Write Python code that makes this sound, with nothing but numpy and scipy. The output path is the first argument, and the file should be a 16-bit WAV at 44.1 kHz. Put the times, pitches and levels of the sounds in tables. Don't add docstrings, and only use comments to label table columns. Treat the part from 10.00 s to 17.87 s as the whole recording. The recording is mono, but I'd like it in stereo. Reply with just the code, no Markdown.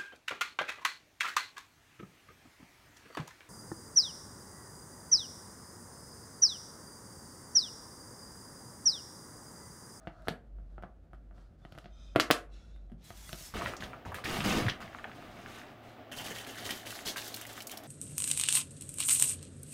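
import sys
import numpy as np
from scipy import signal
from scipy.fft import rfft, irfft, next_fast_len
from scipy.io import wavfile
from scipy.ndimage import uniform_filter1d

SR = 44100
rng = np.random.default_rng(int(sys.argv[2]) if len(sys.argv) > 2 else 0)


def dump(signal):
    limited = np.clip(np.atleast_2d(signal).T, -1, 1)
    pcm = np.round(limited * 32767).astype(np.int16)
    wavfile.write(sys.argv[1], SR, pcm)


def gain_from_db(level_db):
    decades = np.asarray(level_db, float) / 20
    return 10 ** decades


N = 347067
SCENE_CHANGE_S = 3.538
FILM_LEAVES_S = 6.88

# f/Hz, level/dB per Hz
AIR_BEFORE = [(44, -29.5), (75, 0), (96, -4.5), (184, -7), (462, -19), (528, -17), (707, -18.5),
              (1010, -33.5), (1390, -27.5), (2080, -36.5), (16000, -56.5)]
AIR_AFTER = [(12, -47), (20, -27), (117, -2.5), (174, -17.5), (237, 0.5), (479, -8.5), (709, 0.5),
             (994, -13), (1110, -9.5), (2970, -17.5), (9670, -44), (14300, -33.5), (16500, -32)]
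# f/Hz, width/Hz, level/dB
FRIDGE_LINES = [(111.1, 3, -64.5), (225.7, 17, -69.5)]
# t/s, level/dB
FINGER_RUBS = [
    [(0.0, -71), (0.236, -69), (0.28, -55)],
    [(0.66, -78), (0.78, -74)],
    [(1.34, -69), (1.42, -65.5), (1.55, -90)],
    [(1.58, -74), (1.682, -67), (1.82, -62.5), (1.9, -80)],
]
# f/Hz, level/dB per Hz
SKIN_COLOUR = [(300, -36), (650, -14), (950, -15), (1300, -8.5), (2200, -25.5), (4200, -22), (14000, -40.5)]
# t/s, level/dB
BOX_NUDGES = [
    [(1.88, -72), (2.04, -59.5), (2.14, -63.5)],
    [(2.5, -75), (2.54, -58.5), (2.9, -83)],
]
# rim pitch/factor, plain scuff/dB re rims
NUDGE_GRIPS = [
    (1, -5),
    (1.075, 2.5),
]
# f/Hz, width/Hz, level/dB
RIM_MODES = [(1340, 150, -6), (2480, 180, -8), (3200, 230, -3), (3600, 260, 0), (4900, 400, -6),
             (6060, 200, -8)]
# t/s, hiss level/dB, scrape/dB re hiss
LONG_PUSH = [(2.98, -97.5, 21), (3.05, -52.5, -6), (3.12, -56.5, -2.5), (3.462, -43, -9.5), (3.538, -62, 4)]
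# f/Hz, level/dB
PUSH_COLOUR = [(1500, -7), (3000, -2.5), (6000, 11), (9000, 8.5), (15100, 6), (16100, -9.5), (16500, -38)]
# t/s, level/dB
LID_GRIP = [(0, -58.5), (.1, -60.5), (.27, -58.5), (.29, -50)]
# f/Hz, width/Hz, level/dB
GRIP_MODES = [(656, 110, 3), (1380, 380, -3.5)]
# t/s, peak level/dB, hollow body/dB re peak, bright crack/dB re peak
BOX_TAPS = [(0.0713, -32.5, 1.5, -26), (0.221, -55, 1, -5), (0.272, -42.5, 10, -17), (2.151, -42, 4, -20.5),
            (0.78, -55.5, 16, -21), (0.824, -43.5, 1, -14), (0.835, -50, 15.5, -32), (1.146, -52, -2, -19),
            (1.132, -51, 6.5, -12), (1.31, -61, 8, -17), (1.38, -55, 2, -16), (1.65, -38.5, -0.5, -22),
            (1.722, -36, -8, -17), (1.75, -46, 1, -14), (1.777, -50, 10.5, -3), (1.785, -32, -14, -15),
            (1.843, -39.5, -7, -24), (1.857, -37, -3, -31), (2.761, -54, 1, -11), (2.898, -57, 0.5, -15),
            (2.918, -48.5, -2.5, -14), (3.104, -40.5, 3, -6), (3.292, -30, -11, -9),
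            (3.329, -22.5, -10.5, -9), (3.343, -35, -6, -25), (3.409, -41, -4, -20), (0.585, -62.5, 8, -22)]
# f/Hz, width/Hz, level/dB
BOX_MODES = [(328, 11.6, 4), (700, 59, 5), (1270, 11, 11), (1450, 22, 7), (1900, 34, -7.5), (2570, 33, -18),
             (2950, 72, -5), (4130, 100, -11.5)]
# t/s, length/s, f/Hz, level/dB
SQUEAK_EVENTS = [(3.415, 0.085, 5300, -51), (2.71, 0.09, 3640, -74), (3.685, 0.027, 5810, -56),
                 (5.16, 0.05, 4240, -63), (5.87, 0.05, 4120, -68), (3.015, .09, 3980, -62),
                 (3.045, .09, 3280, -62), (3.14, .05, 8300, -64), (3.225, .07, 3400, -60),
                 (3.26, .045, 8800, -57), (3.26, .05, 2000, -59), (3.3, .06, 5400, -57),
                 (3.37, .03, 4500, -55), (3.44, .06, 7900, -59), (1.915, .04, 3620, -70),
                 (1.925, .03, 6050, -72), (.1, .08, 4300, -80), (1.61, .04, 3500, -74)]
# t/s, peak level/dB, hollow body/dB re peak, bright crack/dB re peak
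LATCH_SNAPS = [
    (0.283, -13, -3.5, -18),
    (2.1595, -11.5, 1.5, -23.5),
    (2.198, -2.5, -16.5, -17),
    (2.303, -15.5, 4.5, -32),
    (2.3099, 1.5, -12, -13),
]
# f/Hz, width/Hz, level/dB
SHUT_BOX_MODES = [(300, 74, -2), (514.4, 26, -23.5), (713, 40, 5), (1160, 26, 0), (1380, 76, 8.5),
                  (1600, 80, 3), (2000, 53, -6), (2520, 80, -12), (3000, 150, -0.5), (3820, 100, -13),
                  (4300, 260, -21)]
# t/s, peak level/dB, f/Hz
COUNTER_BUMPS = [(0.3, -35.5, 168), (2.156, -24.5, 296), (2.913, -42, 177), (3.83, -43.5, 59),
                 (4.06, -35, 81), (4.256, -34, 300), (4.379, -31, 156), (4.455, -25, 198),
                 (4.487, -30, 190), (4.529, -27, 260), (4.573, -25.5, 300), (4.616, -25.5, 114),
                 (5.601, -46.5, 240), (6.695, -39, 210), (7.077, -55, 306)]
# start t/s, hold/s, cloth level/dB, foil/dB re cloth, wall flex/dB re cloth
BAG_MOVES = [(3.538, 0.043, -40, 2, 3), (3.61, 0.077, -44.5, 3, 5.5), (3.7, 0.27, -63, -1, 11.5),
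             (3.8, 0.048, -46, -1.5, -4), (4.05, 0.022, -46, -3, 3), (4.144, 0.0041, -45, 4, 0),
             (4.24, 0.17, -39, 5, -3.5), (4.44, 0.13, -33, 3.5, -1.5), (4.6, 0.091, -36, -6, -3),
             (4.675, 0.0083, -46, -14, -12), (4.8, 0.042, -47.5, -1, 0), (4.88, 0.6, -53, -3, -3),
             (5.458, 0.14, -55.5, 7.5, -30), (5.65, 0.082, -54.5, -6, -30), (5.83, 0.091, -60.5, 3, -30)]
# f/Hz, level/dB per Hz
CLOTH_COLOUR = [(210, 12.5), (350, -3), (885, -19.5), (1210, 2.5), (1340, -4.5), (2570, -9), (7000, -27),
                (9100, -57), (15400, -120)]
# f/Hz, level/dB per Hz
FOIL_COLOUR = [(2060, 11), (3500, 5.5), (15000, -13), (16200, -16), (16500, -59.5)]
# f/Hz, level/dB per Hz
WALL_COLOUR = [(24, -36), (40, 6.5), (112, -0.5), (248, -10.5), (600, -7), (780, -8), (1320, -120)]
# t/s, peak level/dB, centre f/Hz, bright crack/dB re peak
BAG_FOLDS = [(3.5386, -35, 1220, -7), (3.5671, -30.5, 1580, -16.5), (3.544, -44, 1300, -25),
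             (3.579, -43, 2700, -25), (3.589, -35, 3000, -25), (3.6, -39, 1380, -34),
             (3.611, -30, 1230, -30), (3.619, -29, 1160, -14), (3.641, -40, 3000, -25),
             (3.654, -33, 3200, -25), (3.672, -28, 1600, -25), (3.684, -42, 3200, -25),
             (3.719, -43, 790, -28), (3.73, -49, 1310, -28), (3.749, -44, 1240, -28),
             (3.792, -50, 690, -30), (3.837, -32, 3330, -25), (3.6595, -21.5, 1600, -30),
             (3.736, -32.5, 1250, -11), (3.766, -31, 5700, -16), (3.8067, -32.5, 3230, -20.5),
             (3.823, -30, 1670, -17), (3.9319, -34, 1380, -38), (4.051, -38.5, 1450, -31),
             (4.0605, -38.5, 940, -27), (4.1185, -35, 1040, -17), (4.1434, -29.5, 1720, -2.5),
             (4.1848, -35.5, 1220, -34), (4.239, -31, 1730, -31), (4.4048, -23, 2650, -25),
             (4.4384, -35, 1450, -14), (4.5243, -31, 1090, -25), (4.255, -24, 1900, -29),
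             (4.665, -27, 2200, -28), (4.697, -18.5, 3000, -32), (4.683, -19, 1800, -22),
             (4.687, -22.5, 2950, -31)]
# t/s, peak level/dB, centre f/Hz
SETTLING_FOLDS = [(4.804, -36.5, 1240), (4.8143, -36.5, 1240), (4.826, -32.5, 1600), (4.74, -55, 1700),
                  (4.995, -40, 1520), (5.052, -38, 690), (5.331, -55, 1500), (4.86, -44, 2900),
                  (4.877, -40.5, 2040), (4.929, -43, 1760), (4.9474, -32, 1260), (4.986, -36, 1600),
                  (5.042, -28.5, 1650), (5.0955, -42, 1160), (5.1152, -39, 1770), (5.224, -41.5, 1380),
                  (5.4605, -34.5, 1510), (5.615, -39, 2000), (5.632, -44, 1900), (5.684, -48, 3500),
                  (5.5834, -43, 1810)]
# start t/s, hold/s, crinkle level/dB, lower body/dB re crinkle
FILM_PULLS = [(6.114, 0.0046, -47, 9), (6.158, 0.052, -45, 3.5), (6.235, 0.078, -43, 1.5),
              (6.345, 0.061, -43, 4.5), (6.465, 0.041, -42.5, 0), (6.55, 0.12, -46, 2),
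              (6.64, 0.076, -40.5, 0), (6.72, 0.087, -46.5, -1.5), (6.852, 0.071, -41, -2),
              (6.945, 0.062, -43.5, -1), (7.048, 0.035, -35.5, 0), (7.074, 0.012, -42, -2),
              (7.162, 0.027, -35.5, -3), (7.2, 0.2, -44, -3.5), (7.411, 0.011, -45, -0.5),
              (7.466, 0.036, -46.5, 4.5), (7.545, 0.038, -45, 0.5), (7.7, 0.028, -48, 1.5),
              (7.82, 0.041, -55.5, -1)]
# f/Hz, level/dB per Hz
FILM_COLOUR = [(1800, -42), (3500, 0), (9000, -11), (15100, -11), (16200, -11)]
# f/Hz, level/dB per Hz
BUNDLE_COLOUR = [(200, 6.5), (400, -5), (1000, -11.5), (1800, -5.5), (2400, -11), (3100, -3.5), (4000, -22),
                 (6000, -14), (9000, -9)]
# f/Hz, width/Hz, level/dB
POCKET_MODES = [(1800, 300, 0), (3080, 340, -2), (3900, 300, -2)]
# t/s, peak level/dB, centre f/Hz, contact/ms
FILM_CREASES = [(6.1154, -38, 3340, 7.2), (6.201, -41, 1470, 5.6), (6.248, -37, 3000, 5.3),
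                (6.282, -34, 1980, 6), (6.3473, -42, 1740, 4.3), (6.385, -30, 3300, 8.8),
                (6.404, -44, 3800, 4.3), (6.4475, -35, 3070, 4.5), (6.4655, -36.5, 1660, 7.4),
                (6.488, -36, 4000, 4), (6.5455, -37, 2070, 7), (6.582, -37.5, 1800, 3.8),
                (6.607, -40, 1770, 5.5), (6.662, -30, 3000, 10), (6.265, -30, 2910, 8.4),
                (6.361, -33.5, 1840, 4.1), (6.654, -28, 3000, 4), (6.6918, -26.5, 1900, 27),
                (6.7069, -22, 3130, 9.7), (6.8312, -40.5, 1690, 4), (6.853, -39, 1680, 6),
                (6.8726, -31, 3000, 4.7), (6.926, -35.5, 1450, 4.3), (6.954, -36, 1800, 4.5),
                (6.9056, -27, 2800, 3.1), (6.99, -32.5, 1880, 3.6), (7.0542, -37, 1620, 3.2),
                (7.0678, -27, 2900, 3.3), (7.096, -29, 4200, 4), (7.0756, -20.5, 4320, 6),
                (7.086, -23, 4400, 6), (7.16, -29, 1570, 15), (7.18, -28, 2800, 7.5), (7.278, -37, 5650, 8),
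                (7.3417, -27, 4300, 5.4), (7.222, -35, 2510, 4), (7.371, -34, 1600, 2.6),
                (7.4123, -39, 1830, 4), (7.4518, -33, 2000, 3.6), (7.5376, -42, 3300, 4),
                (7.5774, -35.5, 1230, 3.5), (7.6045, -29.5, 3020, 5.7), (7.6954, -31, 3870, 4.5),
                (7.669, -36, 8000, 5.5), (7.7115, -34, 3820, 7.5), (7.772, -29, 5500, 6.1)]
# t/s, peak level/dB
FILM_TICKS = [(7.242, -37), (7.2783, -29.5), (7.343, -26), (7.363, -27), (7.413, -30), (7.4666, -30.5),
              (7.529, -34), (7.621, -33.5), (7.67, -27), (7.7154, -29), (7.774, -29.5), (7.8354, -39)]
# f/Hz, t60/s
ROOM_DECAY = [(100, 0.053), (400, 0.36), (1500, 0.28), (4000, 0.18), (12000, 0.19)]
# f/Hz, likeness/0..1
PORT_LIKENESS = [(60, .97), (150, .97), (300, .86), (600, .66), (1300, .35), (2400, .12), (5000, 0)]
# f/Hz, level/dB
TREBLE_END = [(15600, 0.5), (16200, -12.5), (16900, -40.5)]


def evened(x):
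    return x / np.sqrt(np.mean(x ** 2) + 1e-20)


def peaked(x, db):
    return gain_from_db(db) * x / abs(x).max(1, keepdims=True)


def read(points, hz):
    f, value = np.transpose(points)
    return np.interp(np.log(hz + 1), np.log(f + 1), value)


def curves(rows):
    s, level, *rest = np.transpose(rows)
    t = np.arange(N) / SR
    return [np.interp(t, s, level, -200, -200)] + [np.interp(t, s, c) for c in rest]


def add(mix, s, sound):
    part = mix[:, round(s * SR):][:, :sound.shape[1]]
    part += sound[:, :part.shape[1]]


def coloured(x, points):
    size = next_fast_len(N)
    gain = gain_from_db(read(points, np.fft.rfftfreq(size, 1 / SR)))
    return evened(irfft(rfft(x, size) * gain, size)[:, :N])


def band(x, low_hz, high_hz):
    return signal.sosfilt(signal.butter(2, [low_hz, high_hz], "band", fs=SR, output="sos"), x)


def resonate(x, hz, width):
    return signal.lfilter(*signal.iirpeak(np.clip(hz, 20, 20000), max(hz / width, .3), SR), x)


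def resonate_twice(x, hz, width, second_width):
    return resonate(resonate(x, hz, width), hz, second_width)


def drift(per_s):
    knots_per_s = 400
    knots = rng.standard_normal(int(N / SR * knots_per_s) + 2)
    knots = uniform_filter1d(knots, max(round(knots_per_s / per_s), 1))
    return np.interp(np.arange(N) * knots_per_s / SR, np.arange(len(knots)), evened(knots))


def grains(low_hz, high_hz, per_s, spread_db, cycles, hiss, clump_db):
    bed = np.zeros((2, N))
    for hz in np.geomspace(low_hz, high_hz, num=9):
        size = gain_from_db(spread_db * np.minimum(rng.exponential(1, N), 3))
        size *= rng.random(N) < per_s / 9 / SR
        size *= gain_from_db(clump_db * drift(70))
        puff = rng.choice([-1., 1.], (2, N)) * signal.lfilter([1], [1, -.95], size)
        bed += evened(resonate(puff, hz, hz / cycles)) * np.sqrt(hz)
    bed = evened(bed) + hiss * rng.standard_normal((2, N))
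    return bed * gain_from_db(clump_db * drift(45))


def moves(rows, attack_s, sag_db_s, release_db_s):
    t, power = np.arange(N) / SR, 0
    for s, hold, db, *rel_db in rows:
        u = t - s
        fall_db = sag_db_s * np.clip(u, 0, hold) + release_db_s * np.maximum(u - hold, 0)
        shape = np.clip(u / attack_s, 0, 1) * gain_from_db(db - fall_db)
        power = power + (gain_from_db([0, *rel_db])[:, None] * shape) ** 2
    return np.sqrt(power)


def contact(ms, chance, rise_ms=0.78):
    t = np.arange(chance.shape[1]) / SR * 1000
    first = 1 + 1.5 * np.exp(-t / 1.2)
    return chance * first * np.exp(-t / max(ms, .2)) * np.minimum(t / rise_ms, 1)


def struck(blow, at_ms, db):
    at, spike = round(at_ms * SR / 1000), np.zeros_like(blow)
    spike[0, at:at + 4] = spike[1, at + 3:at + 7] = [.35, 1, .65, .15]
    return blow - gain_from_db(db) * abs(blow).max() * spike


def crack(x, edge_hz):
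    return band(x, edge_hz, 15700)


def room_tone():
    t = np.arange(N) / SR
    noise = rng.standard_normal((2, N))
    drone = evened(resonate_twice(noise, 49, 4, 12))
    beat_db = 3 * np.cos(2 * np.pi * (t - .69) / 0.65)
    drone = drone * gain_from_db(-52.5 + beat_db)
    motor = sum(gain_from_db(db) * evened(resonate_twice(noise, hz, w, w)) for hz, w, db in FRIDGE_LINES)
    air = rng.standard_normal((2, N)) * gain_from_db(1.0 * drift(20.0))
    before = gain_from_db(-61.5) * coloured(air, AIR_BEFORE) + drone
    after = gain_from_db(-52.5) * coloured(air, AIR_AFTER) + motor
    return np.where(t >= SCENE_CHANGE_S, after, before)


def box_slides():
    rub = grains(950, 12000, 7000, spread_db=1.9, cycles=0.83, hiss=0.2, clump_db=0.63)
    out = coloured(rub, SKIN_COLOUR) * sum(gain_from_db(curves(rows)[0]) for rows in FINGER_RUBS)
    for rows, (pitch, scuff_db) in zip(BOX_NUDGES, NUDGE_GRIPS):
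        rims = 0
        for hz, w, db in RIM_MODES:
            rims = rims + gain_from_db(db + 2 * drift(20)) * evened(resonate_twice(rub, pitch * hz, w, 2 * w))
        scuff = gain_from_db(scuff_db) * evened(band(rub, 900, 5300))
        out += evened(evened(rims) + scuff) * gain_from_db(curves(rows)[0])
    hiss_db, scrape_db = curves(LONG_PUSH)
    scrape = gain_from_db(scrape_db) * evened(band(rub, 235, 5300))
    return out + gain_from_db(hiss_db) * (coloured(rub, PUSH_COLOUR) + scrape)


def lid_grip():
    noise = rng.standard_normal((2, N)) * gain_from_db(2.5 * drift(50))
    creak = sum(gain_from_db(db) * resonate_twice(noise, hz, w, w) for hz, w, db in GRIP_MODES)
    return gain_from_db(curves(LID_GRIP)[0]) * evened(creak)


def knock_box(rows, modes, ms, ms_per_hollow_db, thump_db, thump_slope):
    out = np.zeros((2, N))
    for s, db, body_db, crack_db in rows:
        contact_ms = ms + ms_per_hollow_db * body_db
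        blow = contact(contact_ms, rng.standard_normal((2, 4000)) ** 3, 0.19 * contact_ms)
        blow = struck(blow, at_ms=1.0, db=3)
        grip = rng.uniform(0.95, 1.05, len(modes))
        rings = sum(gain_from_db(.5 * g) * resonate(blow, hz * k, w + .12 * hz) for (hz, w, g), k in zip(modes, grip))
        shell = rings + .45 * resonate(blow, 900, 2200)
        body = band(shell, 160, 718)
        lid_top_hz = np.clip(3000 * gain_from_db(-body_db), 1500, 9000)
        lid = band(shell, 530, lid_top_hz)
        thump = resonate_twice(blow, 150, 160, 160)
        bright = band(contact(1.5, blow), 2400, 12000)
        sound = peaked(body, db + body_db) + peaked(lid, db)
        sound += peaked(thump, db + thump_db + thump_slope * body_db)
        add(out, s, sound + peaked(bright, db + crack_db + 11.0))
    return out


def box_taps():
    return knock_box(BOX_TAPS, BOX_MODES, ms=11.2, ms_per_hollow_db=0.39, thump_db=-5.5, thump_slope=0.98)


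def squeaks():
    out = np.zeros((2, N))
    for s, length, hz, db in SQUEAK_EVENTS:
        noise = rng.standard_normal((2, 6000))[:, :round(length * SR)]
        tone = evened(resonate_twice(noise, hz, 140, 140))
        add(out, s, gain_from_db(db) * tone * signal.windows.tukey(tone.shape[1], .5))
    return out


def latches():
    return knock_box(LATCH_SNAPS, SHUT_BOX_MODES, ms=6.33, ms_per_hollow_db=-0.37, thump_db=-15, thump_slope=1.3)


def bumps():
    out = np.zeros((2, N))
    for s, db, hz in COUNTER_BUMPS:
        push = contact(33.0, rng.standard_normal((2, 5000)), 3.3)
        add(out, s, peaked(resonate_twice(push, hz, 0.43 * hz, 0.43 * hz), db))
    return out


def padded_bag():
    scrape, rustle, flex = moves(BAG_MOVES, attack_s=.004, sag_db_s=0.0, release_db_s=245)
    cloth = grains(430, 6700, 3000, spread_db=2.3, cycles=3.5, hiss=0.75, clump_db=1.7)
    foil = grains(2870, 26000, 2800, spread_db=1.3, cycles=6.3, hiss=0.59, clump_db=1.87)
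    wall = grains(67, 625, 500, spread_db=1.7, cycles=2.7, hiss=0.42, clump_db=2.3)
    out = scrape * coloured(cloth, CLOTH_COLOUR) + rustle * coloured(foil, FOIL_COLOUR)
    return out + flex * coloured(wall, WALL_COLOUR)


def snaps(table, sharpness, edge_hz):
    out = np.zeros((2, N))
    for s, db, hz, crack_db, ms in table:
        blow = contact(ms, rng.standard_normal((2, 2500)) ** 3, 0.21 * ms)
        blow = struck(blow, at_ms=.5, db=-2)
        width = hz / sharpness
        fold = resonate(blow, hz, width) + gain_from_db(-7) * resonate(blow, 1.95 * hz, width) + 0.51 * blow
        fold = band(fold, 0.52 * hz, 2.1 * min(hz, 6000))
        fold = band(fold, 0.54 * hz, 1.63 * min(hz, 5000))
        add(out, s, peaked(fold, db + 0.5) + peaked(crack(blow, edge_hz), db + crack_db))
    return out


def folds():
    moving = [(*row, 8.1) for row in BAG_FOLDS]
    settling = [(*row, -37, 6) for row in SETTLING_FOLDS]  # crack/dB, contact/ms
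    return snaps(moving + settling, sharpness=5.0, edge_hz=7000)


def film_bag():
    pull, squeeze = moves(FILM_PULLS, attack_s=.009, sag_db_s=3.0, release_db_s=360)
    crinkle = grains(3000, 13000, 2600, spread_db=2.6, cycles=3.0, hiss=0.2, clump_db=2.8)
    crinkle = coloured(crinkle, FILM_COLOUR)
    bundle = grains(409, 5940, 1800, spread_db=2.8, cycles=3.8, hiss=.3, clump_db=2.2)
    bundle = coloured(bundle, BUNDLE_COLOUR)
    rung = 0
    for hz, w, db in POCKET_MODES:
        rung = rung + gain_from_db(db + 7 * drift(30)) * resonate_twice(bundle, hz, w, 2 * w)
    inside = np.clip((FILM_LEAVES_S - np.arange(N) / SR) / 0.12, 0, 1)
    return pull * crinkle + squeeze * (bundle + gain_from_db(-16) * inside * evened(rung))


def creases():
    start = FILM_CREASES[0][0]
    rows = [(s, db, hz, -5 + 1.5 * (s - start), ms) for s, db, hz, ms in FILM_CREASES]
    return snaps(rows, sharpness=16.0, edge_hz=6500)


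def film_ticks():
    out = np.zeros((2, N))
    for s, db in FILM_TICKS:
        tick = contact(5.6, rng.standard_normal((2, 800)) ** 3)
        add(out, s, peaked(crack(tick, 4400), db + 4.5))
    return out


def kitchen(x):
    out = np.zeros((2, N))
    for k in range(3):
        taps = np.zeros((2, SR // 2))
        at = np.arange(100, SR // 2 - 20, 20) + rng.integers(0, 20, (2, (SR // 2 - 101) // 20))
        np.put_along_axis(taps, at, rng.choice([-1., 1.], at.shape), 1)
        hz, t, z = signal.stft(taps, SR, nperseg=256)
        decay = gain_from_db(-60 * t / read(ROOM_DECAY, hz)[:, None])
        tail = signal.istft(z * decay, SR, nperseg=256)[1]
        turn = np.sqrt(2 / 3) * np.cos(2 * np.pi * (4 * np.arange(N) / SR + k / 3))
        out += signal.oaconvolve(x * turn, tail / np.linalg.norm(tail[0]), axes=1)[:, :N]
    return out


def scene():
    knocks = box_taps() + latches() + folds() + bumps()
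    rubs = box_slides() + lid_grip() + squeaks() + padded_bag()
    left = gain_from_db([[.8], [-.8]])
    knocks = knocks + left * (creases() + film_ticks())
    rubs = rubs + left * film_bag()
    echoes = kitchen(gain_from_db(-7.5) * knocks + gain_from_db(-6.5) * rubs)
    return knocks + gain_from_db(-5.5) * rubs + echoes + room_tone()


def low_pass(x):
    return signal.sosfilt(signal.butter(12, 16990, fs=SR, output="sos"), x)


def record(dry):
    size = next_fast_len(N)
    hz = np.fft.rfftfreq(size, 1 / SR)
    a, b = rfft(dry, size) * gain_from_db(read(TREBLE_END, hz))
    angle = np.arccos(np.clip(read(PORT_LIKENESS, hz), -1, 1)) / 2
    turn = np.pi / 4 - angle
    ports = np.array([np.cos(turn) * a + np.sin(turn) * b, np.sin(turn) * a + np.cos(turn) * b])
    mix = irfft(ports, size)[:, :N] * gain_from_db([[-.45], [.45]])
    return low_pass(mix)


dry = scene()
out = record(dry)
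dump(out)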